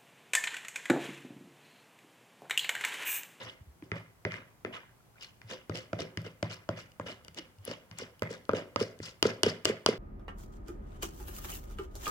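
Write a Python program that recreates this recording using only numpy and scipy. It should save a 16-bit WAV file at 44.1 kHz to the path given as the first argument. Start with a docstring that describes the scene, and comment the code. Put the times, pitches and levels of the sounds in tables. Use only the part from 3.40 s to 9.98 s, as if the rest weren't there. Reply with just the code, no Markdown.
"""Spoon stirring sticky slime

A metal spoon stirs sticky slime in a thin plastic bowl held over a table in a small room.
Each turn the spoon knocks the wall (damped modes), the slime plops in the hollow (short swelling tones)
and the edge drags gritty along the plastic (stick-slip clicks ringing the modes).
Two microphone ports of a handheld recorder hear it with different treble, over room and recorder noise."""
import sys
import numpy as np
from scipy import signal
from scipy.fft import rfft, irfft, next_fast_len
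from scipy.io import wavfile

SR = 44100
rng = np.random.default_rng(int(sys.argv[2]) if len(sys.argv) > 2 else 0)


def bounce(signal):
    """Save signal as a 16-bit WAV file at the path given by the first command-line argument."""
    frames = np.transpose(np.atleast_2d(signal))
    limited = np.clip(frames, -1, 1)
    pcm = np.round(limited * 32767).astype(np.int16)
    wavfile.write(sys.argv[1], SR, pcm)


N = 290178   # length in samples

# Spoon and slime blows. Each row: start in seconds, relative levels in dB of boom, hollow, low wall, high wall,
# edge and snap, hollow pitch in Hz, hollow length in seconds, lean of the wall sound to the left in dB.
BLOW_EVENTS = [(0.424, -48, -38.5, -53, -42.5, -65, -68, 303, 0.0093, 4),
               (0.517, -29, -32.5, -37, -21, -39.5, -72, 405, 0.0083, 3),
               (0.8507, -29, -30.5, -33, -18.5, -34, -77, 384, 0.012, 2.5),
               (0.92, -61, -51, -61, -27, -38.5, -80, 616, 0.0086, 2),
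               (0.941, -46, -46, -47, -24, -48, -72, 410, 0.0078, 8),
               (1.2488, -42.5, -27, -34.5, -25.5, -46, -79, 408, 0.0052, 8.5),
               (2.0163, -67, -80, -57, -38.5, -50, -70, 405, 0.0055, 5),
               (2.296, -28.5, -24.5, -33, -36, -38.5, -50, 354, 0.0033, 8),
               (2.5309, -29.5, -20.5, -28, -29, -39, -43, 613, 0.005, 0),
               (2.605, -36, -26.5, -54, -57, -30, -43, 373, 0.0036, 3),
               (2.7732, -28, -30.5, -42.5, -24, -31, -41, 315, 0.0037, 3),
               (2.8643, -45, -34.5, -50.5, -53, -43, -71, 458, 0.0073, 15),
               (3.0276, -26.5, -20, -29, -23, -29, -41, 614, 0.0057, 1),
               (3.29, -28.5, -20, -27.5, -54, -34, -52, 628, 0.0065, -1),
               (3.598, -37, -25, -32.5, -42, -58, -52, 582, 0.0039, 2.5),
               (3.6625, -41.5, -36, -50, -51, -53, -64, 520, 0.0065, 7),
               (3.882, -48.5, -44, -52, -39, -40, -44.5, 525, 0.0022, 2),
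               (3.9866, -62, -40.5, -47, -70, -31.5, -63, 328, 0.013, -6),
               (4.2776, -42.5, -29, -47, -43, -38, -51, 495, 0.0063, 12),
               (4.313, -57, -31.5, -48, -53, -36, -68, 540, 0.0075, 10),
               (4.5127, -41.5, -62, -57, -38.5, -41.5, -62, 305, 0.0044, 6),
               (4.5868, -66, -60, -64, -53, -44, -30.5, 706, 0.005, 3),
               (4.6194, -46, -32.5, -64, -44, -42, -57, 474, 0.0072, -4),
               (4.8214, -29, -18, -25.5, -24, -33, -38, 484, 0.0028, -2),
               (4.907, -45, -29.5, -52, -53, -54, -57, 468, 0.0076, -7),
               (5.0925, -32.5, -15, -19.5, -36, -40, -60, 536, 0.0033, -2),
               (5.1339, -32.5, -15.5, -32, -49, -45, -54, 457, 0.0056, 4),
               (5.3603, -33.5, -18.5, -22.5, -28, -24.5, -54, 554, 0.0037, -6.5),
               (5.4122, -34.5, -17.5, -40, -48, -45, -56, 440, 0.0078, -14),
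               (5.602, -37, -29, -53, -37, -66, -69, 357, 0.0025, 2),
               (5.8269, -31.5, -17.5, -26.5, -21, -11.5, -18.5, 362, 0.0045, 3.5),
               (5.8537, -32, -12, -28.5, -33, -35, -43, 443, 0.006, 1),
               (6.033, -31, -19, -24.5, -15, -11, -19.5, 379, 0.0066, 2),
               (6.0645, -30, -13.5, -33, -32, -29, -52, 438, 0.0067, 5),
               (6.2539, -33, -20.5, -28, -20, -12.5, -19.5, 360, 0.0042, 11.5),
               (6.297, -40.5, -16.5, -45, -46, -41, -47, 425, 0.006, 1),
               (6.4617, -34, -16.5, -20.5, -23, -10, -18, 393, 0.0031, 3),
               (6.4877, -43, -12, -46, -25, -36, -37, 446, 0.0053, -1)]
# Modes of the spoon edge, the bright sticky snap and the bowl wall, low and high.
# Each row: frequency in Hz, relative level in dB, 60 dB decay time in seconds.
EDGE_MODES = [(2790, -3, 0.0082), (2942, -2, 0.018), (3760, -6, 0.0096), (4310, -3, 0.0099),
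              (4977, 2, 0.0071), (5710, -6, 0.0088), (6630, -1, 0.0029)]
SNAP_MODES = [(7480, 12, 0.0021), (9540, -3, 0.0079), (10800, -1, 0.0047), (13500, -1, 0.0026),
              (15200, -8, 0.0025)]
LOW_WALL_MODES = [(629, -6, 0.056), (1002, 1, 0.01), (1231.4, -12, 0.042), (1358, -4.5, 0.015)]
HIGH_WALL_MODES = [(1680, 0.5, 0.0083), (2046, 0, 0.012), (2092, -18, 0.12), (2394, -2, 0.011)]

RIGHT_LAG_S, LAG_SPREAD_S = 0.00014, 0.00014   # delay of the right port, and its spread from mode to mode


def from_db(db):
    """Amplitude ratio: 20 dB is a factor of ten."""
    return 10 ** (np.asarray(db) / 20)


def rms_one(x):
    """Normalisation to unit effective value."""
    return x / np.sqrt(np.mean(x ** 2) + 1e-20)


def at_hz(points, hz):
    """Interpolation on a logarithmic frequency scale."""
    table_hz, values = np.array(points).T
    return np.interp(np.log(hz), np.log(table_hz), values)


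def both_ports(x):
    """Travel-time difference: the right port is farther off and hears the sound later."""
    samples = np.arange(N)
    return np.array([x, np.interp(samples - RIGHT_LAG_S * SR, samples, x, left=0)])


def ring(clicks, hz, t60):
    """Damped resonator: a unit click sets a decaying sine of height 1 ringing."""
    radius = from_db(-60 / (t60 * SR))
    w = 2 * np.pi * hz / SR
    return signal.lfilter([0, np.sin(w)], [1, -2 * radius * np.cos(w), radius * radius], clicks + 1e-18)


def struck(modes, at, level_db, spread_db, pan_db=0):
    """Modal excitation: clicks ring every mode; strength and path to each port change with mode and blow."""
    out = np.zeros((2, N))
    chance = rng.standard_normal((len(at), len(modes), 3))
    for k, (hz, mode_db, t60) in enumerate(modes):
        left_chance, right_chance, lag_chance = chance[:, k].T
        lag = np.round(np.abs(RIGHT_LAG_S + LAG_SPREAD_S * lag_chance) * SR).astype(int)
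        clicks = np.zeros((2, N))
        clicks[0, at] = from_db(level_db + mode_db + pan_db / 2 + spread_db * left_chance)
        clicks[1, at + lag] = from_db(level_db + mode_db - pan_db / 2 + spread_db * right_chance)
        out += (-1) ** (k + 1) * ring(clicks, hz, t60)   # neighbouring modes have opposite sign
    return out


def swelling_tone(events, swell):
    """Transient tone: each (s, dB, Hz, length s) swells, holds briefly and chokes."""
    out = np.zeros(N + SR)
    t = np.arange(SR // 4) / SR
    for s, level_db, hz, length in events:
        attack = 1 - np.exp(-t / (swell * length))
        choke = np.exp(-(t / (1.143 * length)) ** 2.38)
        out[round(s * SR):][:len(t)] += from_db(level_db) * attack * choke * np.sin(2 * np.pi * hz * t)
    return out[:N]


def port(x, peaks):
    """Resonant colouring of a port: a chain of peaking filters."""
    for hz, width_hz, gain_db in peaks:
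        a = from_db(gain_db / 2)
        w = 2 * np.pi * hz / SR
        q = np.tan(np.pi * width_hz / SR)
        x = signal.lfilter([1 + q * a, -2 * np.cos(w), 1 - q * a], [1 + q / a, -2 * np.cos(w), 1 - q / a], x)
    return x


def air():
    """Partially correlated noise: half-octave bands, each with its own level and left-right likeness."""
    # Quiet room and recorder hiss. Each row: frequency in Hz, relative level in dB per Hz.
    air_spectrum = [(15, -46), (25, -33), (33, -12), (70, -6.5), (111, -3.5), (137, -5.5), (263, -15),
                    (285, -12), (545, -19), (714, -15.5), (3820, -30.5), (10100, -31.5), (16000, -33.5)]
    # Likeness of left and right. Each row: frequency in Hz, correlation from -1 to 1.
    port_likeness = [(60, 0.74), (240, 0.51), (950, 0.18), (3770, -0.17), (15000, -0.03)]
    air_db = -64.5   # effective level of the mean of both ports

    out = np.zeros((2, N))
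    edges = 25 * 2 ** np.arange(0, 9.6, .5)
    white = rng.standard_normal((2, 2, N))   # neighbouring bands use different noise
    for k, (low, high) in enumerate(zip(edges, edges[1:])):
        band = signal.butter(2, [low, high], "band", fs=SR, output="sos")
        mid, side = signal.sosfilt(band, white[k % 2])
        hz = np.sqrt(low * high)
        alike = np.clip(at_hz(port_likeness, hz), -.95, .95)
        stereo = np.sqrt(1 + alike) * mid + np.sqrt(1 - alike) * side * [[1], [-1]]
        out += from_db(at_hz(air_spectrum, hz)) * stereo
    return from_db(air_db) * out / np.sqrt(np.mean(out.mean(axis=0) ** 2))


def pressure():
    """Contact force as gains of scrape, rumble, rasp and sizzle: strokes rise, hold, lift, fade; skids fade."""
    # The stroke of each turn, edge pressed along the wall. Each row: moment of full pressure, rise and hold
    # in seconds, relative levels in dB of scrape, rumble, rasp (low edge modes) and sizzle (high edge modes).
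    stroke_events = [(0.0, .01, .1, -52.5, -51, -53.5, -58), (0.556, .015, 0.029, -52.5, -54, -56.5, -62.5),
                     (0.91, 0.027, 0.064, -47.5, -50, -54.5, -62),
                     (1.331, 0.024, 0.041, -47.5, -57, -51, -62.5),
                     (1.826, 0.062, 0.022, -58.5, -69, -51, -51.5),
                     (2.104, 0.056, 0.039, -50.5, -48.5, -48, -51.5),
                     (2.35, 0.033, 0.039, -50, -45.5, -48.5, -47),
                     (2.591, 0.023, 0.032, -47, -37.5, -48, -52), (2.846, 0.02, 0.031, -54, -50, -57, -60),
                     (3.1, .015, 0.045, -51.5, -52.5, -52, -53.5),
                     (3.373, 0.031, 0.03, -50.5, -55.5, -54.5, -52.5),
                     (3.667, 0.024, 0.054, -50, -49, -51, -55.5),
                     (3.975, 0.047, 0.017, -53.5, -46.5, -50.5, -55.5),
                     (4.276, 0.081, 0.059, -52, -45, -53.5, -56.5),
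                     (4.588, 0.055, 0.046, -51.5, -48.5, -53.5, -54),
                     (4.902, 0.032, .05, -55.5, -46.5, -56.5, -54.5),
                     (5.149, .02, 0.044, -47.5, -37.5, -50.5, -52),
                     (5.396, 0.018, 0.035, -45, -38, -48, -44.5),
                     (5.631, 0.041, 0.054, -55, -53, -55, -49.5), (5.855, .01, 0.05, -48, -38, -51.5, -48),
                     (6.057, .01, 0.044, -44.5, -45, -47, -46), (6.266, 0.019, .04, -43.5, -48, -51, -46.5),
                     (6.482, .01, 0.051, -49, -41, -51, -51)]
    # Short fading skids, mostly just after a knock.
    # Each row: start in seconds, relative levels in dB of scrape, rumble, rasp.
    skid_events = [(0.434, -69, -58.5, -69), (0.524, -46.5, -45, -66), (0.86, -47, -42, -60),
                   (1.259, -51, -41.5, -68), (1.765, -61.5, -64.5, -78), (2.025, -68, -76, -73),
                   (2.305, -57, -43.5, -68), (2.541, -54.5, -43, -65), (2.782, -56.5, -52.5, -60),
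                   (3.037, -49.5, -43, -52.5), (3.299, -51, -42.5, -60.5), (3.608, -58, -46.5, -67),
                   (3.843, -68, -61, -71), (4.52, -61, -59, -68), (4.83, -46.5, -42, -62),
                   (5.102, -53, -34, -78), (5.37, -45, -41, -58), (5.837, -40, -38, -48),
                   (6.042, -43, -31.5, -39.5), (6.26, -44, -34, -48), (6.47, -39.5, -43, -45)]
    rise_db = 39.5   # a stroke gains this much over its rise
    lift_db, lift_s = -6, 0.004   # quick drop as the pressure lets go
    stroke_fade = np.c_[[143, 147, 225, 270]]   # dB per s: scrape, rumble, rasp, sizzle
    skid_fade = np.c_[[193, 170, 286, 320]]
    skid_sizzle_db = -4.5   # sizzle of a skid against its rasp

    t = np.arange(0, N / SR + .002, .001)
    power = 1e-12
    for s, rise, hold, *level_db in stroke_events:
        after = np.maximum(t - s - hold, 0)
        shape_db = rise_db * np.minimum(t - s, 0) / rise + lift_db * (1 - np.exp(-after / lift_s))
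        power = power + from_db(2 * (np.c_[level_db] + shape_db - stroke_fade * after))
    for s, *level_db in skid_events:
        level_db = level_db + [level_db[-1] + skid_sizzle_db]
        fading_db = np.c_[level_db] - skid_fade * np.maximum(t - s, 0)
        power = power + (t >= s) * from_db(2 * fading_db)
    return [np.interp(np.arange(N) / SR, t, np.sqrt(p)) for p in power]


def rumble_gain():
    """Amplitude gating: the rumble sinks for some ms around each blow, leaving the plop clear; 1 = full rumble."""
    t, dip = np.arange(N) / SR, np.zeros(N)
    for s in np.array(BLOW_EVENTS)[:, 0]:
        near = slice(round((s - .03) * SR), round((s + .04) * SR))
        one_dip = np.exp(-((t[near] - s - .001) / .009) ** 4)
        dip[near] = np.maximum(dip[near], one_dip)
    return 1 - .85 * dip


def grit(per_s, uneven_db, clump_db):
    """Stick-slip as a random point process: clicks in clumps of a few ms, a few much bigger than the rest."""
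    clumps = np.repeat(rng.standard_normal(N // 160 + 1), 160)[:N]
    excess = np.minimum(rng.exponential(1, N), 4)
    sizes = from_db(uneven_db * excess + clump_db * clumps) * rng.choice([-1, 1], N)
    return sizes * (rng.random(N) < per_s / SR)


def drag():
    """Friction-driven modes: slips under the edge shake wall, hollow and edge, some heard by one port only."""
    # Modes of the hollow. Each row: frequency in Hz, relative level in dB, 60 dB decay time in seconds.
    rumble_modes = [(245, 3, 0.04), (374.3, -1.5, 0.12), (516, 4.5, 0.075), (560, 9, 0.028),
                    (648, 2, 0.058)]
    slips_per_s, crackle_per_s = 1800, 160
    crackle_db = -9.5   # sticky crackle against the sizzle
    patch_db, patch_s = 4.0, .018   # the wet contact shifts: each mode swells and sinks on its own

    scrape, rumble, rasp, sizzle = pressure()
    low_edge = EDGE_MODES[:3]
    bright = EDGE_MODES[3:] + [(hz, db - 16.5, t60) for hz, db, t60 in SNAP_MODES]
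    # modes, gain, one-port slips against shared ones in dB, roughness in dB, slips per s
    layers = (
        (LOW_WALL_MODES[1:] + HIGH_WALL_MODES, scrape, -2, 3.0, slips_per_s),
        (rumble_modes, rumble * rumble_gain(), -9, 1.2, slips_per_s),   # steadier grit, so the rumble stays even
        (low_edge, rasp, -4, 3.2, slips_per_s),
        (bright, sizzle, -4, 3.2, slips_per_s),
        (low_edge + bright, sizzle * from_db(crackle_db), -8, 4.0, crackle_per_s))
    t = np.arange(N) / SR
    out = np.zeros((2, N))
    for modes, level, own_db, rough_db, rate in layers:
        shared, *own = (grit(per_s=rate, uneven_db=rough_db, clump_db=0.32 * rough_db) for _ in range(3))
        slips = both_ports(shared) + from_db(own_db) * np.array(own)
        # summed energy of the ringing modes, so that the gain sets the layer's level
        power = sum(from_db(2 * db) * t60 * SR / (4 * np.log(1000)) for hz, db, t60 in modes)
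        for hz, mode_db, t60 in modes:
            favour = np.repeat(rng.standard_normal(N // 64 + 1), 64)[:N]   # slips favour different modes
            wander = np.interp(t / patch_s, np.arange(N // 200), rng.standard_normal(N // 200))
            drive = level * from_db(patch_db * wander) * rms_one(slips * favour)
            out += from_db(mode_db) * ring(drive, hz, t60) / np.sqrt(power)
    return out


def bumps():
    """Low-frequency pulses: dull bumps of the hand."""
    # Each row: start in seconds, relative level in dB, pitch in Hz, length in seconds.
    hand_bumps = [(0.026, -46, 114, 0.043), (0.209, -33, 68, 0.014), (0.27, -34.5, 67, 0.038),
                  (2.043, -41, 108, 0.027), (3.719, -65, 99, 0.035), (3.885, -44.5, 85, 0.038),
                  (4.18, -41.5, 97, 0.044)]
    return both_ports(swelling_tone(hand_bumps, swell=0.16))


def ticks():
    """Impulsive release: a slip rings the edge; a sticky thread that tears adds a bright snap."""
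    # The biggest slips and snaps. Each row: start in seconds, relative edge level in dB,
    # relative snap level above the edge in dB.
    slip_events = [(0.0494, -30, -27), (1.8322, -25, -17), (2.134, -26, -39), (2.355, -18, -28),
                   (2.3733, -19, -29), (2.8178, -39, 1), (3.112, -22.5, -28), (3.129, -29, -22),
                   (3.5183, -39, -13), (3.673, -29, -25), (3.848, -30.5, -9), (3.946, -34, 2.5),
                   (3.9775, -26, -25), (3.9926, -23, -23), (4.1854, -43, -12), (4.2518, -35.5, 11.5),
                   (4.3148, -24, -21), (4.632, -30, -30), (4.7944, -38, 2.5), (4.832, -32, 6),
                   (4.8704, -47, 5.5), (4.978, -48, -2), (5.053, -40, -4), (5.1138, -35, -7),
                   (5.1684, -21, -33), (5.4022, -19, -23), (5.59, -35, -24), (5.642, -42, -10),
                   (5.6603, -24.5, -9), (5.693, -26.5, -23), (5.9004, -32, -26), (6.0856, -28, -19),
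                   (6.249, -17, -22), (6.291, -20, -17)]
    s, edge_db, snap_db = np.transpose(slip_events)
    at = np.round(s * SR).astype(int)
    edge = struck(EDGE_MODES, at, edge_db - 16, spread_db=3.0)
    snap = struck(SNAP_MODES, at, edge_db + snap_db - 19, spread_db=9.5)
    return edge + snap


def thud(at, level_db):
    """Low-passed impulse: a soft push sets the low modes of table and room going in step, alike at both ports."""
    # Modes of table and room. Each row: frequency in Hz, relative level in dB, 60 dB decay time in seconds.
    boom_modes = [(79.6, -24, 0.11), (100.5, 2.5, 0.32), (112.5, 5, 0.27), (162.8, 2.5, 0.32),
                  (185.9, 0, 0.3), (256, -56, 0.16)]
    push = np.zeros(N)
    push[at] = from_db(level_db)
    push = signal.lfilter(*signal.butter(2, 190, fs=SR), push)
    return both_ports(sum(from_db(mode_db) * ring(push, hz, t60) for hz, mode_db, t60 in boom_modes))


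def blows():
    """Impact excitation: table and room boom, the bowl's hollow sounds its pitch, wall and edge crack."""
    (s, boom_db, hollow_db, low_db, high_db, edge_db, snap_db,
     hz, length, pan_db) = np.transpose(BLOW_EVENTS)
    at = np.round(s * SR).astype(int)
    boom = thud(at, boom_db - 9)
    hollow = both_ports(swelling_tone(zip(s, hollow_db + 1.5, hz, length), swell=0.13))
    # the slime slumps below the hollow's pitch
    slump = both_ports(swelling_tone(zip(s, hollow_db - 10, 0.56 * hz, 1.48 * length), swell=0.11))
    low_wall = struck(LOW_WALL_MODES, at, low_db + 3.5, 3.8, pan_db)
    high_wall = struck(HIGH_WALL_MODES, at, high_db - 5.5, 0.69, pan_db)
    edge = struck(EDGE_MODES, at, edge_db - 2, spread_db=0.35)
    snap = struck(SNAP_MODES, at, snap_db - 9.5, spread_db=6.0)
    return boom + hollow + slump + low_wall + high_wall + edge + snap


def bubbles():
    """Bubble resonance: small bubbles in the slime sound brief high tones."""
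    # Each row: start in seconds, relative level in dB, pitch in Hz, length in seconds.
    slime_bubbles = [(1.603, -60, 1370, 0.0062), (1.755, -59, 1450, 0.008)]
    return both_ports(swelling_tone(slime_bubbles, swell=0.2))


def room(x):
    """Reverberation by feedback delays, duller on every round; the lows reach both ports alike."""
    room_t60_s, wall_cut_hz, shared_below_hz = 0.45, 9000, 700
    size = next_fast_len(N + SR)
    w = 2 * np.pi * np.arange(size // 2 + 1) / size
    dull = np.exp(-2 * np.pi * wall_cut_hz / SR)
    loss = (1 - dull) / (1 - dull * np.exp(-1j * w))
    tails = np.zeros((2, len(w)), complex)
    for k, lag in enumerate(np.geomspace(.007, .041, num=24) * SR):
        trip = from_db(-60 * lag / SR / room_t60_s) * loss * np.exp(-1j * w * lag)
        tails[k % 2] += trip / (1 - trip) * (-1) ** (k // 2)   # geometric series of round trips
    shared = 1 / (1 + (w * SR / (2 * np.pi * shared_below_hz)) ** 2)
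    tails = shared * tails[0] + (1 - shared) * tails
    return irfft(rfft(x, size) * tails, size)[:, :N]


def scene():
    """Superposition: direct sound and room tail pass the two ports, a bass cut follows, and air is added."""
    # Port colours as peaks or dips. Each row: centre in Hz, width in Hz, gain in dB.
    left_colour = [(270, 200, 0.5), (507, 390, -1.5), (674, 650, -2.5), (1505, 420, 4.5),
                   (2560, 2000, -0.5), (5590, 750, 5), (8760, 2600, 2.5)]
    right_colour = [(700, 510, -3.5), (2440, 2800, 6), (3350, 275, 12), (4940, 670, 1.5), (8700, 9800, -7)]
    # The right port faces away from the bowl, dulling its direct sound. Each row: as above.
    right_shadow = [(8900, 10800, -11)]
    room_db, bass_cut_hz = -27, 103

    left, right = drag() + bumps() + ticks() + blows() + bubbles()
    direct = np.array([left, port(right, right_shadow)])
    left, right = direct + from_db(room_db) * room(left)
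    ports = np.array([port(left, left_colour), port(right, right_colour)])
    bass_cut = signal.butter(3, bass_cut_hz, "high", fs=SR, output="sos")
    return signal.sosfilt(bass_cut, ports) + air()


def record(dry):
    """Saturation and band limiting: peaks round off toward a ceiling, the top is cut."""
    ceiling, cutoff_hz = 0.89, 17100
    rounded = ceiling * np.tanh(dry / ceiling)
    top_cut = signal.cheby2(14, 60, cutoff_hz, fs=SR, output="sos")
    return signal.sosfilt(top_cut, rounded)


dry = scene()
out = record(dry)
bounce(out)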